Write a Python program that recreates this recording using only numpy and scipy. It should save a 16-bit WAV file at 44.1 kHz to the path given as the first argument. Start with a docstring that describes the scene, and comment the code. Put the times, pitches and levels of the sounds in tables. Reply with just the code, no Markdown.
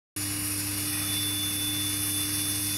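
"""A handheld pulsed laser works on a steel ring on a metal table, heard from close by.
After a short silence the sound cuts in: the rapid pulses whine on four harmonics, shielding gas
and sparks hiss, and the power unit hums over a low fan rumble. The harmonics swell and fade as the
torch moves. The lowest one grows strong after about a second, and the third peaks near the end."""
import sys
import numpy as np
from scipy import signal
from scipy.fft import rfft, irfft
from scipy.io import wavfile
from scipy.ndimage import map_coordinates

SR = 44100
rng = np.random.default_rng(int(sys.argv[2]) if len(sys.argv) > 2 else 0)


def pcm_store(signal):
    """Save signal as 16-bit PCM."""
    levels = np.round(np.clip(np.atleast_2d(signal), -1, 1) * 32767)
    wavfile.write(sys.argv[1], SR, levels.astype(np.int16).T)


N = 122157
OPPOSITE = np.array([[1], [-1]])  # adds on the left, subtracts on the right

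# Loudness of the whine, one list per harmonic, lowest first (time [s], level [dB])
WHINE_LEVELS = [
    [(0.18, -56), (0.24, -56), (0.34, -58), (0.4, -67), (0.46, -59), (0.55, -64), (0.57, -55), (0.66, -64),
     (0.75, -50), (0.77, -53), (0.94, -45.5), (0.97, -50), (1.03, -42.5), (1.07, -45), (1.1, -38),
     (1.25, -35.5), (1.28, -37.5), (1.46, -37), (1.56, -41), (1.66, -36), (1.87, -37.5), (1.9, -40.5),
     (2.08, -44), (2.18, -37.5), (2.27, -46.5), (2.44, -41.5), (2.66, -44.5), (2.77, -39)],
    [(0.18, -39.5), (0.32, -47), (0.37, -51), (0.58, -42.5), (0.83, -49.5), (0.94, -68), (1.02, -53),
     (1.78, -65), (1.9, -50), (2.08, -66), (2.11, -46), (2.32, -68), (2.77, -43)],
    [(0.18, -38.5), (0.34, -46), (0.37, -40), (0.43, -46), (1.1, -43), (1.23, -45), (1.35, -44), (2.0, -38),
     (2.04, -35), (2.07, -44), (2.18, -37), (2.27, -45), (2.42, -34), (2.44, -40), (2.5, -32.5),
     (2.58, -57), (2.73, -35.5), (2.77, -44)],
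    [(0.18, -61), (0.4, -56), (0.45, -64), (0.99, -51), (1.04, -56), (1.09, -50), (1.58, -53), (1.64, -48),
     (1.77, -55), (2.06, -51), (2.16, -54), (2.77, -52)],
]
# Character of each harmonic (added level [dB], flutter size [dB], roughness level [dB])
WHINE_CHARACTER = [(3, 1.2, -18), (-4, 3.1, -25), (-2, 2.2, -10), (6.5, 0.5, -7)]


def laser_whine():
    """The pulses sound at whole multiples of their rate (harmonics); uneven pulses make them rough."""
    pulse_hz, flutter_hz, rough_hz = 3498.8, 22.2, 150
    hz = pulse_hz * (1 + 0.00037 * wander(flutter_hz))
    out = 0
    for k, (levels, (added_db, flutter_db, rough_db)) in enumerate(zip(WHINE_LEVELS, WHINE_CHARACTER), 1):
        pan_db = 0.4 * wander(2.5) * OPPOSITE
        pure = tone(k * hz)
        rough = normalize(sum(tone(k * hz) * wander(rough_hz) for _ in range(2)))
        level_db = curve(levels) + added_db + flutter_db * wander(flutter_hz) + pan_db
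        out = out + (pure + gain(rough_db) * rough) * gain(level_db)
    return out


# Tone of four bands of noise, low to high (frequency [Hz], relative level [dB])
RING_RUSH = [(300, -23), (700, -7), (1250, -3), (1900, -2), (2500, 1), (2950, 2), (3200, -14),
             (3600, -11.5), (5000, -55)]  # gas rushing in the ring
NOZZLE_HISS = [(2800, -47), (3300, -12), (3800, -5.5), (4400, 0), (5100, 2.5), (5600, 2.5), (5850, -2.5),
               (6300, -35)]
HISS_TOP = [(5500, -22), (5900, 2.5), (6400, 3), (6700, -2.5), (6950, -5.5), (7300, -63)]
WELD_SIZZLE = [(7300, -53), (7800, -12), (8300, -8), (9300, -3.5), (10350, 0.5), (11100, -3), (11800, -3.5),
               (12500, -6), (13000, -10), (13300, -31), (14000, -29), (14700, -24), (15750, -17.5)]
# Loudness of the same four bands (time [s], level [dB])
RING_RUSH_LEVELS = [(0.19, -41.5), (0.22, -40.5), (0.54, -42.5), (0.89, -41), (1.24, -40.5), (1.4, -42.5),
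                    (1.43, -41), (1.45, -42), (2.1, -42), (2.12, -45), (2.21, -42), (2.73, -42.5),
                    (2.74, -42.5)]
NOZZLE_HISS_LEVELS = [(0.19, -40.5), (0.22, -38.5), (0.49, -41), (0.64, -37.5), (0.69, -40), (0.94, -37),
                      (0.96, -40.5), (1.2, -38), (1.23, -37.5), (1.33, -42), (2.74, -37)]
HISS_TOP_LEVELS = [(0.19, -48.5), (0.46, -50), (0.59, -49.5), (1.05, -47), (1.08, -43), (1.15, -47),
                   (2.74, -43.5)]
WELD_SIZZLE_LEVELS = [(0.19, -33.5), (1.18, -32), (1.23, -30.5), (1.37, -33.5), (2.06, -31), (2.3, -33),
                      (2.34, -31), (2.73, -31.5), (2.74, -33)]


def gas_and_sparks():
    """Swirling gas and sparks fill four bands; unsteady burning makes them all sputter together."""
    sputter_db = 0.69 * wander(hz=49.7)
    pops = gain(-9.5) * sparks()

    def band(shape, levels, added_db, reflections_db):
        """One band flickers on its own in the middle, with weak reflections at the sides."""
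        flicker_db = 0.65 * wander(hz=8.8)
        middle = colour(metal_ringing(table_echo(noise() + pops)), shape)
        sides = gain(reflections_db) * colour(noise(), shape) * OPPOSITE
        return gain(curve(levels) + added_db + sputter_db + flicker_db) * (middle + sides)

    return (band(RING_RUSH, RING_RUSH_LEVELS, added_db=0, reflections_db=-25.5)
            + band(NOZZLE_HISS, NOZZLE_HISS_LEVELS, added_db=-1.5, reflections_db=-22)
            + band(HISS_TOP, HISS_TOP_LEVELS, added_db=-0.7, reflections_db=-22)
            + band(WELD_SIZZLE, WELD_SIZZLE_LEVELS, added_db=-0.83, reflections_db=-20))


def sparks(per_second=3800):
    """Sparks make a dense stream of tiny pops of uneven size."""
    size = gain(2.5 * np.minimum(rng.exponential(size=N), 6))
    popping = rng.random(N) < per_second / SR
    return normalize(popping * size * rng.choice([-1, 1], N))


# Pitches at which the ring and table resonate (frequency [Hz], width [Hz], boost [dB])
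METAL_RESONANCES = [(455, 15, 5), (789, 8.1, 9), (1097, 16, 0.5), (1270, 42, 5.5), (1490, 44, 5),
                    (1900, 76, 7), (2155, 26, 5), (2510, 82, 5), (5020, 60, -1), (5610, 30, 5),
                    (9260, 92, 0.5), (11930, 100, 1)]


def metal_ringing(x):
    """The metal colours a sound in narrow bands around its own pitches."""
    f = np.arange(N // 2 + 1) * SR / N
    boost_db = sum(db / (1 + (2 * (f - hz) / width) ** 2) for hz, width, db in METAL_RESONANCES)
    return irfft(rfft(x) * gain(boost_db), N)


def table_echo(x):
    """The hiss bounces off the table top; the tiny delay drifts as the hand moves."""
    delay_s = .0018 + .00007 * wander(hz=2.7)
    echo = map_coordinates(x, [np.arange(N) - delay_s * SR], mode="mirror")
    return x + gain(-12.5) * echo


# Tones in the electric hum (multiple of the mains frequency, level [dB])
HUM_TONES = [(2, -40), (4, -51), (6, -39.5), (8, -59.5), (16, -65)]


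def power_unit(mains_hz=50):
    """The mains supply makes a wavering hum; the electronics add a faint, high whistle."""
    hum = sum(tone(round(k) * mains_hz) * gain(db + 0.5 * wander(6.4)) for k, db in HUM_TONES)
    whistle = gain(-65) * tone(hz=14397)
    return hum + whistle


# Tones of the cooling fan (frequency [Hz], level [dB])
FAN_TONES = [(47, -71), (70.5, -57.5), (125, -57), (139, -57.5), (163, -61)]
# Rumble of the fan and workshop (frequency [Hz], relative level [dB])
FAN_RUMBLE = [(20, -17), (35, -9), (55, -1.5), (125, -2), (210, -1), (290, -4), (370, -9), (520, -9),
              (750, -15), (1500, -25.5), (4000, -54)]


def cooling_fan():
    """The spinning fan gives low, wavering tones over a rumble that rings in the metal."""
    tones = sum(tone(hz * (1 + 0.0076 * wander(4))) * gain(db + 2.2 * wander(15)) for hz, db in FAN_TONES)
    rumble = gain(-47.5) * colour(metal_ringing(noise()), FAN_RUMBLE)
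    return tones + rumble


# Background noise of the workshop (frequency [Hz], relative level [dB])
WORKSHOP_AIR = [(25, -8), (55, 3), (88, 1), (150, -8), (205, -3), (310, -17), (450, -4), (800, -3.5),
                (1300, -9.5), (3000, -26)]


def workshop_air():
    """Faint room noise, opposite in the two ears so that it seems to come from all around."""
    return gain(-64.5) * colour(noise(), WORKSHOP_AIR) * OPPOSITE


def gain(db):
    """Turn decibels into a number to multiply by."""
    return 10 ** (np.asarray(db) / 20)


def normalize(x):
    """Scale a signal to an average strength (rms) of 1."""
    return x / np.sqrt(np.mean(x ** 2))


def noise():
    """White noise: all frequencies equally strong."""
    return rng.standard_normal(N)


def curve(rows):
    """Join (time [s], value) points with straight lines."""
    return np.interp(np.arange(N) / SR, *np.array(rows).T)


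def wander(hz):
    """A smooth random wobble of strength 1 that changes about hz times a second."""
    f = np.arange(N // 2 + 1) * SR / N
    keep_slow = np.exp(-(2 * f / hz) ** 2 / 2) * (f > 0)
    return normalize(irfft(rfft(noise()) * keep_slow, N))


def colour(x, points):
    """Shape a sound with (frequency [Hz], relative level [dB]) points, at strength 1."""
    f = np.maximum(np.arange(N // 2 + 1) * SR / N, 1)
    hz, db = np.array(points).T
    shape_db = np.interp(np.log(f), np.log(hz), db, left=-np.inf, right=-np.inf)
    return normalize(irfft(rfft(x) * gain(shape_db), N))


def tone(hz):
    """A pure tone of strength 1 that follows a steady or changing frequency."""
    cycles = np.cumsum(hz * np.ones(N)) / SR + rng.random()
    return np.sqrt(2) * np.sin(2 * np.pi * cycles)


def scene():
    """The torch slightly to the right, the power unit and fan in the middle, workshop air around them."""
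    air = workshop_air()
    torch = (laser_whine() + gas_and_sparks()) * gain(-0.23 * OPPOSITE)
    return torch + power_unit() + cooling_fan() + air


def record(dry):
    """The sound cuts in abruptly, and the very highest treble is removed."""
    start_s, fade_in_s, top_hz = .162, .002, 15800
    opening = np.clip((np.arange(N) / SR - start_s) / fade_in_s, 0, 1)
    treble_cut = signal.ellip(10, .1, 80, top_hz, fs=SR, output="sos")
    return signal.sosfilt(treble_cut, dry * opening)


dry = scene()
out = record(dry)
pcm_store(out)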